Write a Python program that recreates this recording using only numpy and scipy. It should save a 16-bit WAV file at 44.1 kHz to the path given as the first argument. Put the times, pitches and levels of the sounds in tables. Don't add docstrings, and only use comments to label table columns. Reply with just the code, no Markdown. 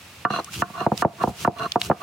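import sys
import numpy as np
from scipy import signal
from scipy.fft import rfft, irfft
from scipy.io import wavfile
from scipy.ndimage import uniform_filter1d, minimum_filter1d

SR = 44100
rng = np.random.default_rng(int(sys.argv[2]) if len(sys.argv) > 2 else 0)


def unload_audio(sound):
    columns = np.transpose(np.atleast_2d(sound))
    steps = np.round(np.clip(columns, -1, 1) * 32767)
    wavfile.write(sys.argv[1], SR, steps.astype(np.int16))


N = 89082
T = np.arange(N) / SR

# pitch in Hz, level in dB, time to die by 60 dB in seconds (before any damping), left over right in dB.
THUD_MODES = [(118.6, -16, 0.062, 0.5), (187.8, -17.5, 0.13, 0.5)]
SLAB_MODES = [(273, -13, 0.046, 0), (344.2, -12.5, 0.08, 0), (436.3, -9.5, 0.043, 0),
              (643.4, -6.5, 0.034, 0), (706.3, -3.5, 0.075, 0), (948, -5, 0.025, 0)]
ROLLER_MODES = [(1072.4, -1, 0.042, -1), (1145.4, -2, 0.057, -7), (1358, -8, 0.045, -1),
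                (1481, -9.5, 0.062, 2.5), (1746, -9.5, 0.019, -7)]
GRIT_MODES = [(2786, -13, 0.037, -0.3), (3340, -24.5, 0.031, -1.1), (4144, -12.5, 0.016, 1),
              (6000, -24, 0.019, -0.92)]


def from_db(db):
    return 10 ** (np.asarray(db) / 20)


def rms_one(x):
    return x / np.sqrt(np.mean(x ** 2) + 1e-20)


def pan(db):
    return from_db(np.array([[db], [-db]]) / 2)


def per_bin(points):
    hz, value = np.transpose(points)
    bin_hz = np.fft.rfftfreq(N, 1 / SR)
    return np.interp(np.log(bin_hz + 1), np.log(hz), value)


def butter(x, hz, kind, order=2):
    sos = signal.butter(order, np.clip(hz, 10, .45 * SR), kind, fs=SR, output="sos")
    return signal.sosfilt(sos, x + 1e-18)


def spread(pair, spectrum=((10, 0), (20000, 0))):
    # frequency in Hz, likeness of left and right from 0 to 1.
    likeness = [(100, 1), (600, 0.89), (1200, 0.59), (3000, 0.3), (8000, 0.32), (15000, 0.13)]
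    # frequency in Hz, left over right in dB.
    treble_pan = [(500, 0), (3000, -1.5), (9000, -3), (15000, -1)]
    mid, side = rfft(pair) * from_db(per_bin(spectrum))
    alike = np.clip(per_bin(likeness), 0, 1)
    sign = np.array([[1], [-1]])
    stereo = np.sqrt(1 + alike) * mid + sign * np.sqrt(1 - alike) * side
    tilted = stereo * from_db(sign * per_bin(treble_pan) / 2)
    return rms_one(irfft(tilted, N))


def noise():
    return rng.standard_normal((2, N))


def grains(rate, spread_db):
    sizes = from_db(spread_db * np.minimum(rng.exponential(1, (2, N)), 5))
    signs = rng.choice([-1, 1], (2, N))
    happens = rng.random((2, N)) < rate / SR
    return sizes * signs * happens


def ring(force, modes, hold=1, tune=1):
    bend_lag_s = .002
    size = force.shape[-1]
    out = np.zeros((2, size))
    for k, (hz, db, t60, pan_db) in enumerate(modes):
        decay = from_db(-60 / (t60 * hold * SR))
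        turn = 2 * np.pi * hz * tune / SR
        lag = int(SR * bend_lag_s * max(np.sqrt(1000 / hz) - 1, 0))
        feedback = [1, -2 * decay * np.cos(turn), decay * decay]
        mode = signal.lfilter([0, np.sin(turn)], feedback, force + 1e-18)
        out[:, lag:] += (-1) ** k * from_db(db) * pan(pan_db) * mode[..., :size - lag]
    return out


def dying(start, t60):
    return (T >= start) * from_db(-60 * np.clip((T - start) / t60, 0, 3))


def strokes(tables, fade_s=0.0052):
    out = np.zeros((2, N))
    for rows in tables:
        s, *columns = np.transpose(rows)
        outside = np.maximum(np.maximum(s[0] - T, T - s[-1]), 0)
        levels = from_db([np.interp(T, s, c) for c in columns])
        out += levels * np.exp(-np.minimum(outside / fade_s, 20))
    return out


def knocks():
    # start in seconds, strength in dB, contact brightness in Hz, roller ring in dB, slab thud in dB,
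    # share of the free ring time, pitch ratio.
    knock_rows = [(0.2499, -0.5, 1770, 3.5, 2.5, 1.35, 1.022), (0.303, -8, 1680, -0.5, 8, 0.98, 1.07),
                  (0.36, -19, 1730, 1.5, -1, 0.96, 1.05), (.386, -16, 1530, -2, -21, 0.92, 0.96),
                  (.396, -20.5, 1220, 1, -15, 0.61, 1.105), (0.6204, -6.5, 1950, 3, 5.5, 0.87, 1.006),
                  (0.7, -27.5, 1000, -3, 9.5, 0.53, 1.01), (.811, -19.5, 1410, -7, 7, 1.75, 1.06),
                  (0.8646, 6.5, 1090, -10.5, 1.5, 0.48, 0.98), (0.918, 0, 1030, -11.5, 4.5, 0.35, 1.055),
                  (.933, -17, 580, -13, -5, 0.35, 1.52), (1.022, 0, 1920, -0.5, -7, 1.01, 1.026),
                  (1.0491, 14, 1030, -30, 1, 0.38, 0.95), (1.2379, 7.5, 1150, -11, -1.5, .55, 1.03),
                  (1.274, -2, 1030, -16.5, 5.5, 0.53, 1.047), (1.291, -7, 690, -1, 5, 0.23, 1.09),
                  (1.4481, -9.5, 1880, 3.5, 3.5, 0.87, 1), (1.476, 10.5, 1080, -16.5, 0.5, .45, 1.003),
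                  (1.758, 6.5, 1110, -9.5, -2.5, 0.82, 1.02), (1.8996, 8.5, 870, -5, -0.5, 0.36, 0.93),
                  (1.913, 4.5, 1370, -2.5, -3.5, 0.37, 1.055)]
    crack_db, crack_t60_s = -32, 0.015
    size = SR // 5
    out = np.zeros((2, N + size))
    blow = signal.unit_impulse(size)
    for s, db, contact_hz, ring_db, thud_db, hold, tune in knock_rows:
        force = butter(blow, contact_hz, "low", order=3)
        burst = rng.standard_normal(size) * dying(0, crack_t60_s)[:size]
        crack = butter(butter(burst, contact_hz, "low", order=5), 340, "high")
        thud = from_db(thud_db) * ring(force, THUD_MODES, np.sqrt(hold), tune)
        slab = ring(force, SLAB_MODES, hold, tune)
        roller = from_db(ring_db) * ring(force, [*ROLLER_MODES, *GRIT_MODES], hold, tune)
        knock = thud + slab + roller + from_db(crack_db) * crack
        start = int(s * SR)
        out[:, start:start + size] += from_db(db) * knock
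    return out[:, :N]


def stutter():
    depth_db, fastest_hz = 1, 62
    wander = rms_one(butter(rng.standard_normal(N), fastest_hz, "low"))
    return from_db(depth_db * np.clip(wander, -2, 2))


def rasp():
    # time in seconds, pressure level in dB, grit level in dB.
    rasp_strokes = [
        [(.306, -41, -28), (.342, -18.5, -30.5), (.362, -27.5, -28.5), (.400, -31.5, -38.5), (.415, -62, -62)],
        [(.744, -38.5, -65), (.79, -31.5, -44.5), (.813, -25, -38.5), (.828, -35, -50), (.858, -37.5, -53)],
        [(1.185, -45, -69), (1.205, -34, -60), (1.216, -22.5, -43.5), (1.235, -27, -42.5)],
        [(1.565, -34.5, -56), (1.59, -35, -36.5), (1.61, -23.5, -46), (1.636, -27.5, -37),
         (1.664, -25.5, -46.5), (1.682, -52, -57)],
        [(1.98, -67, -64), (2.01, -40, -63), (2.03, -38, -46)],
    ]
    body_db, grit_db = 1, 2
    thud_db, slab_db, dust_db = 0, -4, -13
    pressure, grit = strokes(rasp_strokes)
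    force = spread(grains(2600, 3.5)) * stutter()
    roller = ring(force, ROLLER_MODES)
    slab = from_db(slab_db) * ring(force, SLAB_MODES)
    thud = from_db(thud_db) * ring(force, THUD_MODES)
    body = rms_one(butter(roller + slab + thud, 1950, "low"))
    ringing_grit = rms_one(butter(ring(force, GRIT_MODES), 1660, "high"))
    dust = rms_one(butter(force, [2000, 8000], "band", order=1))
    bright = ringing_grit + from_db(dust_db) * dust
    return from_db(body_db) * pressure * body + from_db(grit_db) * grit * bright


def smear():
    # time in seconds, hiss level in dB, rumble level in dB.
    smear_strokes = [
        [(.51, -48.5, -54), (.544, -33, -58), (.565, -40, -41), (.618, -36, -39.5)],
        [(.955, -53, -57), (.98, -38.5, -55), (1.0, -38, -42.5), (1.024, -36, -52)],
        [(1.21, -59, -55), (1.235, -39.5, -57), (1.29, -40.5, -32.5), (1.33, -61, -51)],
        [(1.35, -52.5, -82), (1.408, -37.5, -45.5), (1.432, -35.5, -48), (1.449, -42, -43)],
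        [(1.80, -36, -50), (1.825, -34, -44), (1.862, -32.5, -44.5), (1.895, -57, -37.5)],
    ]
    # frequency in Hz, level in dB.
    paste_colour = [(350, -38), (600, -16), (708, -17), (858, -13.5), (1490, -6.5), (1780, -16), (2830, -3),
                    (3580, -8), (5950, -8), (13800, -18), (16000, -19.5)]
    # frequency in Hz, level in dB.
    rumble_colour = [(40, -37), (70, 2), (110, -2), (190, -5.5), (260, -18), (360, -13), (600, -34),
                     (1500, -40)]
    hiss_db, rumble_db = 2, 9
    hiss, rumble = strokes(smear_strokes)
    fizz = spread(grains(14000, 4.5), paste_colour)
    rolling = spread(noise(), rumble_colour)
    return from_db(hiss_db) * hiss * fizz + from_db(rumble_db) * rumble * rolling


def seeds():
    # start in seconds, level in dB, pitch in Hz, time to die by 60 dB in seconds, left over right in dB.
    seed_rows = [(0.445, -30, 6750, .018, 5.5), (0.977, -19, 4460, 0.0083, -6),
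                 (1.225, -46, 7000, 0.019, -2), (1.52, -44, 5500, 0.011, -1),
                 (1.7199, -13.5, 3700, 0.01, -1), (1.816, -5.5, 3270, 0.013, 4)]
    width, snap_db = 0.36, -13
    out = np.zeros((2, N))
    burst = spread(noise())
    snap = from_db(snap_db) * rms_one(butter(burst, [2500, 11000], "band"))
    for s, db, hz, t60, pan_db in seed_rows:
        tone = rms_one(butter(burst, [hz / (1 + width), hz * (1 + width)], "band"))
        out += from_db(db) * pan(pan_db) * dying(s, t60) * (tone + snap)
    return out


def squeaks():
    # start in seconds, length in seconds, first pitch in Hz, last pitch in Hz, waver in Hz, level in dB.
    squeak_rows = [(.472, .027, 1030, 1480, 50, -38), (.530, .045, 2600, 3200, 330, -37),
                   (.575, .025, 2800, 2950, 200, -43), (.596, .024, 6300, 6600, 400, -42)]
    out = np.zeros(N)
    for s, length, from_hz, to_hz, waver_hz, db in squeak_rows:
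        part = np.clip((T - s) / length, 0, 1)
        waver = waver_hz * rms_one(butter(rng.standard_normal(N), 430, "low"))
        hz = from_hz + (to_hz - from_hz) * part + waver
        swell = 2 * np.sqrt(part * (1 - part))
        out += from_db(db) * swell * np.sin(2 * np.pi * np.cumsum(hz) / SR)
    return out


def echoes(x, db, t60):
    tail = spread(noise()) * dying(.002, t60)
    unit_tail = rms_one(tail) / np.sqrt(N)
    return from_db(db) * signal.fftconvolve(x, unit_tail, axes=1)[:, :N]


def background():
    # frequency in Hz, level in dB.
    air_colour = [(18, -57), (30, -13), (90, 5), (103, -2), (404, -13.5), (913, -12.5), (1720, -13),
                  (2350, -10.5), (2750, -9), (3060, -12.5), (5900, -18.5), (14000, -26), (16000, -25.5)]
    return from_db(-44.5) * spread(noise(), air_colour)


def scene():
    hits = knocks()
    stones = hits + rasp() + smear() + seeds() + squeaks()
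    near = echoes(hits, -5, 0.045)
    room = echoes(stones, -21.5, 0.26)
    return stones + near + room + background()


def record(dry):
    ceiling, release_db_per_s, attack_s = 0.47, 99.5, 0.00045
    x = butter(dry, 93, "high", order=3)
    over_db = 20 * np.log10(np.maximum(np.abs(x).max(axis=0) / ceiling, 1))
    release_db = release_db_per_s * T
    held_db = np.maximum.accumulate(over_db + release_db) - release_db
    width = max(int(attack_s * SR), 2)
    gain_db = uniform_filter1d(minimum_filter1d(-held_db, width), width)
    x = x * from_db(gain_db)
    top_cut = signal.cheby2(14, 50, 16600, fs=SR, output="sos")
    return signal.sosfiltfilt(top_cut, x)


dry = scene()
out = record(dry)
unload_audio(out)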